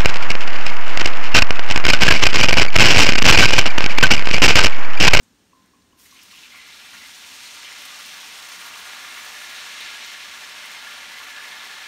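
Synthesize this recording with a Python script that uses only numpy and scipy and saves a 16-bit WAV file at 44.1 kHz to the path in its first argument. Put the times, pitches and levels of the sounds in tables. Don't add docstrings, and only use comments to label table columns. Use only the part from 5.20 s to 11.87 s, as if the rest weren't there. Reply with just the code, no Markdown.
import sys
import numpy as np
from scipy import signal
from scipy.fft import rfft, irfft, next_fast_len
from scipy.io import wavfile

SR = 44100
rng = np.random.default_rng(int(sys.argv[2]) if len(sys.argv) > 2 else 0)


def ratio_of_db(decibels):
    return 10 ** (np.asarray(decibels, float) / 20)


def store_pcm(level_fs):
    pcm = np.round(np.clip(level_fs, -1, 1) * 32767).astype(np.int16)
    wavfile.write(sys.argv[1], SR, np.atleast_2d(pcm).T)


N = 294147


def rms_one(x):
    return x / np.sqrt(np.mean(x ** 2) + 1e-20)


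def in_time(rows):
    start_s, *columns = np.transpose(rows)
    return [np.interp(np.arange(N) / SR, start_s, column) for column in columns]


def at_hz(points, hz):
    pitch_hz, level_db = np.transpose(points)
    return np.interp(np.log(hz), np.log(pitch_hz), level_db)


def drift(per_s):
    r = np.exp(-80 * np.pi * per_s / SR)
    noise = rng.standard_normal(N // 40 + 2002)
    slow = signal.lfilter([1], [1, -2 * r, r * r], noise)[2000:]
    return np.interp(np.arange(N) / 40, np.arange(len(slow)), rms_one(slow))


def ring(clicks, hz, t60_s):
    r = ratio_of_db(-60 / (t60_s * SR))
    w = 2 * np.pi * hz / SR
    return signal.lfilter([1, 0, -1], [1, -2 * r * np.cos(w), r * r], clicks + 1e-18)


def band(x, low_hz, high_hz, order=2):
    return signal.sosfilt(signal.butter(order, [low_hz, high_hz], "band", fs=SR, output="sos"), x)


def resonate(x, modes):
    hz, width_hz, level_db = np.transpose(modes)
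    g = ratio_of_db(level_db / 2)
    c = -2 * np.cos(2 * np.pi * hz / SR)
    a = np.tan(np.pi * width_hz / SR)
    sos = np.transpose([1 + a * g, c, 1 - a * g, 1 + a / g, c, 1 - a / g]) / (1 + a / g)[:, None]
    return signal.sosfilt(np.ascontiguousarray(sos), x)


def bursts(rows, octaves, trim_db, rise=9.0):
    out = np.zeros(N + SR)
    t = np.arange(int(.1 * SR)) / SR
    shape = (len(rows), len(t))
    pops = rng.standard_normal(shape) * (rng.random(shape) < .3)
    for (start_s, level_db, hz, length_s), spray in zip(rows, pops):
        high_hz = min(hz * 2 ** octaves, .45 * SR)
        spray = rms_one(band(spray, hz / 2 ** octaves, high_hz, order=1))
        age = t / np.clip(length_s, .001, .04)
        envelope = (1 - np.exp(-rise * age)) * np.exp(-age)
        at = round((start_s - .001) * SR)
        out[at:at + len(t)] += ratio_of_db(level_db + trim_db) * envelope * spray
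    return out[:N]


# start_s [s], level_db [dB peak], pitch_hz [Hz]
HOUSING_SHUDDERS = [
    (0.014, -58, 251),
    (0.064, -62, 232),
    (0.106, -51, 248.5),
    (0.161, -59, 277),
    (0.226, -60, 245),
    (0.294, -62, 299),
]


def shudders():
    t = np.arange(SR) / SR
    rocks = 0
    for start_s, level_db, hz in HOUSING_SHUDDERS:
        swell = 1 / np.cosh((t - start_s - .008) / 0.0092)
        rocks = rocks + ratio_of_db(level_db - 5) * np.sin(2 * np.pi * hz * t) * swell
    return np.pad(rocks, (0, N - SR))


# pitch_hz [Hz], level_db [dB per Hz]
FAN_AIR = [(15, -51), (25, -19.5), (86, -13), (144, -21), (165, -3.5), (247, -8), (291, 1), (324, -6.5),
           (472, -21), (526, -15.5), (635, -24), (788, -22.5), (1590, -26), (6110, -27.5), (15700, -42)]
HOUSING_HUM_DB = (-69.5, -63)


def fan():
    run_in = 8000
    white = rng.standard_normal((4, N + run_in))
    edges_hz = 22 * 2 ** np.arange(0, 9.7, 1 / 3)
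    air = 0
    for k, (low_hz, high_hz) in enumerate(zip(edges_hz, edges_hz[1:])):
        hz = np.sqrt(low_hz * high_hz)
        hummed_db = -8.5 if 150 < hz < 330 else 0
        air = air + ratio_of_db(at_hz(FAN_AIR, hz) + hummed_db) * band(white[k % 2], low_hz, high_hz)
    air = resonate(air, [(385, 330, -5.0), (1680, 140, 4.5)])[run_in:]
    lower_db, upper_db = (db - 0.5 * drift(9.7) for db in HOUSING_HUM_DB)
    lower = rms_one(band(white[2], 171, 195)[run_in:])
    upper = rms_one(band(white[3], 222, 295)[run_in:])
    hum = ratio_of_db(lower_db - 3) * lower + ratio_of_db(upper_db - 4) * upper
    return shudders() + ratio_of_db(-61.5) * rms_one(air) + hum


def kitchen(x):
    size = next_fast_len(N + SR)
    hz = np.arange(size // 2 + 1) * SR / size
    t60_s = 1 / (1 + hz / 5000)
    walls = 0
    for k, lag_s in enumerate(np.geomspace(.0121, .0389, 10)):
        once = ratio_of_db(-60 * lag_s / t60_s) * np.exp(-2j * np.pi * hz * lag_s)
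        walls = walls + (-1) ** k * once / (1 - once)
    return irfft(rfft(x, size) * walls, size)[:N]


def blip(rows, cycles, rise, trim_db):
    out = np.zeros(N)
    for start_s, level_db, hz in rows:
        half = int(15 * SR / hz)
        turns = np.arange(-half, half) * hz / SR
        at = round((start_s + 0.00256) * SR) - len(turns) // 2
        swell = 1 / np.cosh(turns / cycles)
        tone = np.sin(2 * np.pi * turns * (1 + rise * turns))
        out[at:at + len(turns)] += ratio_of_db(level_db + trim_db) * swell * tone
    return out


# start_s [s], level_db [dB peak], pitch_hz [Hz]
LIP_DROPS = [
    (0.3272, -54, 2670),
    (0.7243, -51, 2940),
]


def lip_drops():
    return blip(LIP_DROPS, cycles=7.3, rise=.001, trim_db=-8)


# start_s [s], level_db [dB peak], pitch_hz [Hz]
NECK_GLUGS = [
    (.331, -52.5, 1045),
    (.5345, -58, 1080),
    (.730, -59, 1060),
    (.924, -53.5, 1095),
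    (1.129, -53, 1120),
    (1.343, -48, 1120),
]


def neck_glugs():
    return blip(NECK_GLUGS, cycles=1.45, rise=0.0051, trim_db=1.5)


def glass(neck):
    far_wall_s, far_wall_db = 0.0363, 1
    echoed = neck + ratio_of_db(far_wall_db) * np.roll(neck, round(far_wall_s * SR))
    main = ratio_of_db(-52.5) * ring(echoed, 1039, 0.45)
    lower = ratio_of_db(-56) * ring(neck, 995, 0.43)
    upper = ratio_of_db(-47) * ring(neck, 1105, 0.13)
    return main + lower + upper


# start_s [s], level_db [dB peak], pitch_hz [Hz], length_s [s]
LONE_SPITS = [
    (.030, -47, 7500, 0.012),
    (.42, -55, 3300, .012),
    (.44, -55, 1700, 0.035),
    (.459, -51, 10000, .004),
    (.620, -48, 4000, .007),
]


def lone_spits():
    return bursts(LONE_SPITS, octaves=0.18, trim_db=-9.0)


# start_s [s], level_db [dB peak]
FAT_SPITS = [(0.7978, -49), (0.8372, -49), (1.0343, -43), (1.1535, -43), (1.2164, -47), (1.3172, -44),
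             (1.3601, -41), (1.4713, -46), (1.5501, -49), (1.603, -45), (1.8026, -45), (1.8694, -41),
             (1.9846, -40), (2.0625, -42), (2.1084, -41), (2.2525, -41), (2.3403, -41), (2.3832, -44),
             (2.4875, -43), (2.5254, -42), (2.6167, -34), (2.6541, -38), (2.7863, -37), (2.8272, -39),
             (2.8606, -37), (2.9679, -45), (3.0003, -41), (3.0527, -42), (3.1774, -41), (3.2238, -38),
             (3.2862, -32), (3.3969, -36), (3.4638, -35), (3.585, -37), (3.7436, -41), (4.0465, -38),
             (4.1562, -40), (4.46, -39), (4.5074, -38), (4.6032, -32), (4.8616, -40), (4.9908, -40),
             (5.0562, -43), (5.1789, -42), (5.2223, -44), (5.4538, -41), (5.6139, -42), (5.8334, -43),
             (5.9761, -41), (6.4729, -45), (6.5747, -41)]
# start_s [s], level_db [dB peak]
FAT_CRACKS = [
    (1.030, -40),
    (1.372, -40),
    (2.653, -31),
    (2.8605, -36),
    (3.46, -35),
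    (3.598, -35),
    (4.862, -36),
    (5.456, -36),
]


def fat():
    small = [(start_s, level_db, 10500, 0.0091) for start_s, level_db in FAT_SPITS]
    big = [(start_s, level_db, 9500, .009) for start_s, level_db in FAT_CRACKS]
    return bursts(small, octaves=0.5, trim_db=-9.0, rise=4.6) + bursts(big, octaves=0.58, trim_db=-8)


# start_s [s], level_db [dB peak], pitch_hz [Hz]
FIRST_PUDDLES = [(0.788, -53.0, 4600), (0.794, -58, 5250), (0.802, -57, 5990), (0.854, -46.5, 2020),
                 (0.864, -47, 6930), (0.907, -45, 4010), (0.908, -45, 6030), (0.944, -46, 6120),
                 (0.946, -49, 3960), (0.955, -42, 2350), (0.962, -44, 2980), (0.988, -40, 2580),
                 (1.014, -40.5, 5210), (1.099, -45, 2000), (1.107, -46.0, 4310), (1.109, -39, 2840),
                 (1.135, -40.5, 2700), (1.151, -40.0, 2840), (1.172, -39, 2900), (1.185, -44.0, 3880),
                 (1.231, -34.5, 2800), (1.245, -41, 2540), (1.318, -38, 2150), (1.348, -34.5, 2240),
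                 (1.385, -37.0, 2040), (1.405, -37, 2840), (1.409, -45, 4090), (1.425, -40, 2100),
                 (1.473, -36.0, 2110), (1.481, -41, 5240), (1.5, -37, 2290), (1.523, -35.5, 3920),
                 (1.537, -41.0, 3270), (1.602, -37, 2630), (1.637, -37.0, 2630), (1.731, -33.5, 1900),
                 (1.735, -39, 1450), (1.76, -38, 2250), (1.771, -41.0, 4480), (1.78, -42.0, 3660),
                 (1.806, -34, 1980), (1.816, -40.0, 4520), (1.83, -37, 2090), (1.852, -45, 2840),
                 (1.854, -41, 2200), (1.856, -43, 3880), (1.93, -39, 3880), (1.946, -40, 6800),
                 (2.019, -40.0, 3550), (2.037, -36, 2760), (2.111, -42, 6800), (2.113, -39, 3450),
                 (2.117, -40.0, 4180), (2.127, -41, 2450), (2.175, -41, 2220), (2.189, -37, 3660)]


def puddles():
    return bursts([(*row, 0.022) for row in FIRST_PUDDLES], octaves=0.083, trim_db=-7)


# start_s [s], level_db [dB peak], pitch_hz [Hz]
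BUBBLE_SWARMS = [(2.253, -19.5, 4200), (2.331, -27.1, 2650), (2.444, -18.5, 3080), (2.47, -21, 2080),
                 (2.616, -22, 2100), (2.686, -22, 3450), (2.782, -25.7, 2840), (2.939, -26.2, 1600),
                 (3.031, -27, 2410), (3.105, -19, 2670), (3.326, -22, 3080), (3.39, -24, 1480),
                 (3.532, -21, 2760), (3.763, -26, 1200), (3.841, -24, 2150), (3.901, -20, 2780),
                 (3.969, -19, 2070), (4.057, -21, 1920), (4.145, -24, 1750), (4.178, -23, 2510),
                 (4.352, -20, 3880), (4.352, -25.2, 4440), (4.37, -20, 2150), (4.412, -25, 1550),
                 (4.602, -16, 3660), (4.609, -30, 2780), (4.615, -21, 2170), (4.677, -20, 2150),
                 (4.683, -20, 3960), (4.731, -21, 1630), (4.735, -29, 2670), (4.757, -23, 3490),
                 (4.939, -18, 1810), (4.995, -21, 2530), (5.11, -20, 2130), (5.22, -19, 1800),
                 (5.37, -25.6, 2500), (5.376, -29, 3450), (5.432, -23, 2100), (5.519, -25.8, 4010),
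                 (5.545, -24.7, 2190), (5.613, -25.3, 2780), (5.613, -25, 1730), (5.615, -21, 3860),
                 (5.667, -20, 1720), (5.729, -27, 1680), (5.954, -24.1, 2020), (6.0, -23.5, 1100),
                 (6.084, -20, 2700), (6.104, -23, 2190), (6.162, -20, 2770), (6.172, -17.6, 1680),
                 (6.238, -21, 2000), (6.312, -22, 3360), (6.324, -24, 1790), (6.393, -20, 3660),
                 (6.415, -28, 1150), (6.577, -23, 1420), (6.615, -26, 1680), (6.635, -24, 2410)]


def swarms():
    return bursts([(*row, 0.022) for row in BUBBLE_SWARMS], octaves=0.051, trim_db=-19.5)


# pitch_hz [Hz], level_db [dB per Hz]
SIZZLE_SPECTRUM = [(210, -48), (350, -16.5), (497, -12), (728, -15), (827, -18.5), (924, -14), (1030, -8),
                   (1170, -8), (1290, -12), (1400, -2.5), (1560, 2), (1720, -1), (4060, 1), (12600, -28),
                   (15700, -52)]


def bubbles(low_hz, high_hz, per_s, cycles, spread_db, flicker_db, together, common_hz, count=10):
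    sizes = ratio_of_db(spread_db * np.minimum(rng.exponential(1, N), 5)) * rng.choice([-1, 1], N)
    born = sizes * (rng.random(N) < per_s / SR)
    dealt = rng.integers(0, count, N)
    own = [drift(9.7), drift(3.1), drift(13)]
    edges_hz = np.geomspace(low_hz, high_hz, 2 * count + 1)
    out = 0
    for k, hz in enumerate(edges_hz[1::2]):
        grains = rms_one(ring(born * (dealt == k), hz, cycles / hz))
        turn = np.pi * k / count
        flicker = 0.69 * together + np.cos(turn) * own[0] + np.sin(turn) * own[1]
        flicker = flicker + 0.12 * np.cos(2 * turn) * own[2]
        favoured_db = 3.4 * np.exp(-(np.log2(hz / common_hz) / 0.76) ** 2)
        level_db = at_hz(SIZZLE_SPECTRUM, hz) + flicker_db * flicker + favoured_db
        out = out + grains * np.sqrt(hz) * ratio_of_db(level_db)
    return rms_one(band(out, 0.89 * low_hz, min(1.46 * high_hz, .45 * SR)))


# start_s [s], vigour_db [dB], bubble_size [0-1], spatter_db [dB]
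BOIL_COURSE = [(.75, -74.5, .3, -8), (.8, -63, 0.34, 11), (.97, -54.5, 0, -3.5), (1.12, -51.5, 0, -1.5),
               (1.35, -48, 0.25, -4.5), (1.75, -45, 0.4, 0), (1.95, -45.5, 0.22, 0), (2.3, -42.5, 0.2, 0),
               (2.47, -41, 0.52, -0.5), (2.75, -41, 0.4, 1), (3.4, -41, 0.85, 5), (3.75, -39.5, 0.94, 2.5),
               (4.1, -40, 0.86, 5.5), (4.65, -37, 0.38, -4), (5.05, -39.5, 0.65, -1.5),
               (5.65, -39.5, 0.89, 0.5), (6.15, -40.5, 0.99, 1.5), (6.67, -39.5, 0.9, -1)]
# low_hz [Hz], high_hz [Hz], bursts_per_s [1/s], ring_cycles [cycles],
# size_spread_db [dB], flicker_db [dB]
BUBBLE_FAMILIES = [(343, 1483, 5500, 7.6, 2.0, 0.3), (1540, 4260, 11000, 6.5, 1.6, 0.33),
                   (4440, 8700, 18000, 5.7, 2.4, 0.5), (9430, 12000, 16000, 4.1, 3.6, 0.75)]
# level_db [dB at mean vigour], vigour_share [ratio], size_db [dB, smallest to largest],
# spatter_share [ratio]
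FAMILY_ANSWERS = [(-54, 0.92, 3.5, 0.11), (-42.5, 0.97, 0.78, 0.01), (-43.5, 0.91, -6.5, 0.65),
                  (-55.5, 0.41, -1, 0.7)]


def boil():
    landed = np.clip((np.arange(N) / SR - BOIL_COURSE[0][0]) / 0.03, 0, 1)
    together = 0.55 * drift(9.7) + 2.0 * drift(26)
    vigour_db, size, spatter_db = in_time(BOIL_COURSE)
    small_hz, large_hz, mean_vigour_db = 2900, 1920, -42
    common_hz = small_hz * (large_hz / small_hz) ** size
    out = 0
    for family, (db, swing, size_db, share) in zip(BUBBLE_FAMILIES, FAMILY_ANSWERS):
        level_db = db + swing * (vigour_db - mean_vigour_db) + size_db * size + share * spatter_db
        out = out + ratio_of_db(level_db) * bubbles(*family, together, common_hz)
    return landed * out


# pitch_hz [Hz], t60_s [s], level_db [dB]
HOLLOW_MODES = [(1746, 0.028, 1), (2200, 0.027, -8.5)]
# start_s [s], level_db [dB]
HOLLOW_SONG = [
    (1.8, -37),
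    (3.4, -17),
    (3.9, 2),
    (4.3, -2),
    (4.7, -3),
    (5.2, -8),
    (5.7, -4),
    (6.1, 2),
    (6.67, -1),
]


def pool(sizzle):
    sung = 0
    for hz, t60_s, level_db in HOLLOW_MODES:
        peak_gain = (1 - ratio_of_db(-120 / (t60_s * SR))) / 2
        sung = sung + ratio_of_db(level_db) * ring(sizzle, hz, t60_s) * peak_gain
    return sizzle + ratio_of_db(in_time(HOLLOW_SONG)[0]) * sung


# pitch_hz [Hz], width_hz [Hz], level_db [dB]
PAN_MODES = [(508, 13, -1), (508, 50, -6), (604, 39, 5.5), (630, 25, -2.5), (725, 13, 5.5),
             (750.4, 16, 8.5), (793, 14, 9), (826, 35, -6), (846, 12, 5.5), (880, 18, 9), (926, 16, 8.5),
             (963, 15, 6), (1012, 11, 3), (1060, 12, -1), (1101, 21, 8), (1160, 16, 2), (1216, 13, 2),
             (1203.4, 17, 7.5), (1286, 18, -5), (1320, 22, -2), (1400, 65, 6), (1434, 20, 0.5),
             (1460, 15, -5.5), (1596, 18, -3), (1670, 33, 5.5), (1800, 16, -2), (2013, 18, 6),
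             (2123, 24, 5), (2180, 16, 2), (2207, 20, -7.5), (2130, 16, 3.5), (2372, 21, 5), (2350, 20, 0),
             (3030, 61, 1), (4440, 40, 1.5), (2690, 23, 4.5), (3530, 21, 1.5)]


def skillet():
    sizzle = pool(boil() + fat() + puddles() + swarms() + lone_spits())
    sizzle = sizzle + ratio_of_db(-30) * kitchen(sizzle)
    return resonate(sizzle, PAN_MODES)


def scene():
    neck, drops = neck_glugs(), lip_drops()
    tails = ratio_of_db(-18) * kitchen(neck + drops)
    return np.tile(fan() + tails + drops + neck + glass(neck) + skillet(), (2, 1))


# pitch_hz [Hz], width_hz [Hz], level_db [dB]
MICROPHONE_MODES = [(4810, 290, -4.5), (7650, 540, -1.5), (8740, 160, 4.5), (9560, 200, 5),
                    (10370, 1160, -5), (15400, 1100, 2)]


def microphone(x):
    x = band(resonate(x, MICROPHONE_MODES), 38, 20000, order=3)
    return signal.sosfilt(signal.ellip(12, .5, 70, 15730, fs=SR, output="sos"), x)


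# start_s [s], low_hz [Hz], high_hz [Hz]
TREBLE_SLIPS = [(.252, 9600, 11000), (.577, 5700, 6900), (2.11, 8900, 10300), (2.11, 14400, 15700),
                (3.665, 13100, 14400), (3.782, 6900, 9000), (3.99, 5600, 6900), (3.99, 7600, 9000),
                (3.99, 9600, 11000), (3.99, 14400, 15700), (4.826, 6200, 8300), (4.826, 14400, 15700),
                (5.221, 5100, 6300), (5.361, 13800, 15100), (6.104, 5600, 7600), (6.359, 5100, 6300)]


def treble_slips(mono):
    t = np.arange(N) / SR
    other = np.roll(mono, 3000)
    apart = 0
    for start_s, low_hz, high_hz in TREBLE_SLIPS:
        swell = np.sin(np.pi * np.clip((t - start_s) / .044, 0, 1)) ** 2
        apart = apart + swell * band(other, low_hz, high_hz, order=4)
    return ratio_of_db(-3.5) * apart * [[1], [-1]]


def top_cut(x):
    return signal.sosfilt(signal.butter(12, 16220, fs=SR, output="sos"), x)


def record(dry):
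    mono = microphone(dry[0])
    return top_cut(mono + treble_slips(mono))


dry = scene()
out = record(dry)
store_pcm(out)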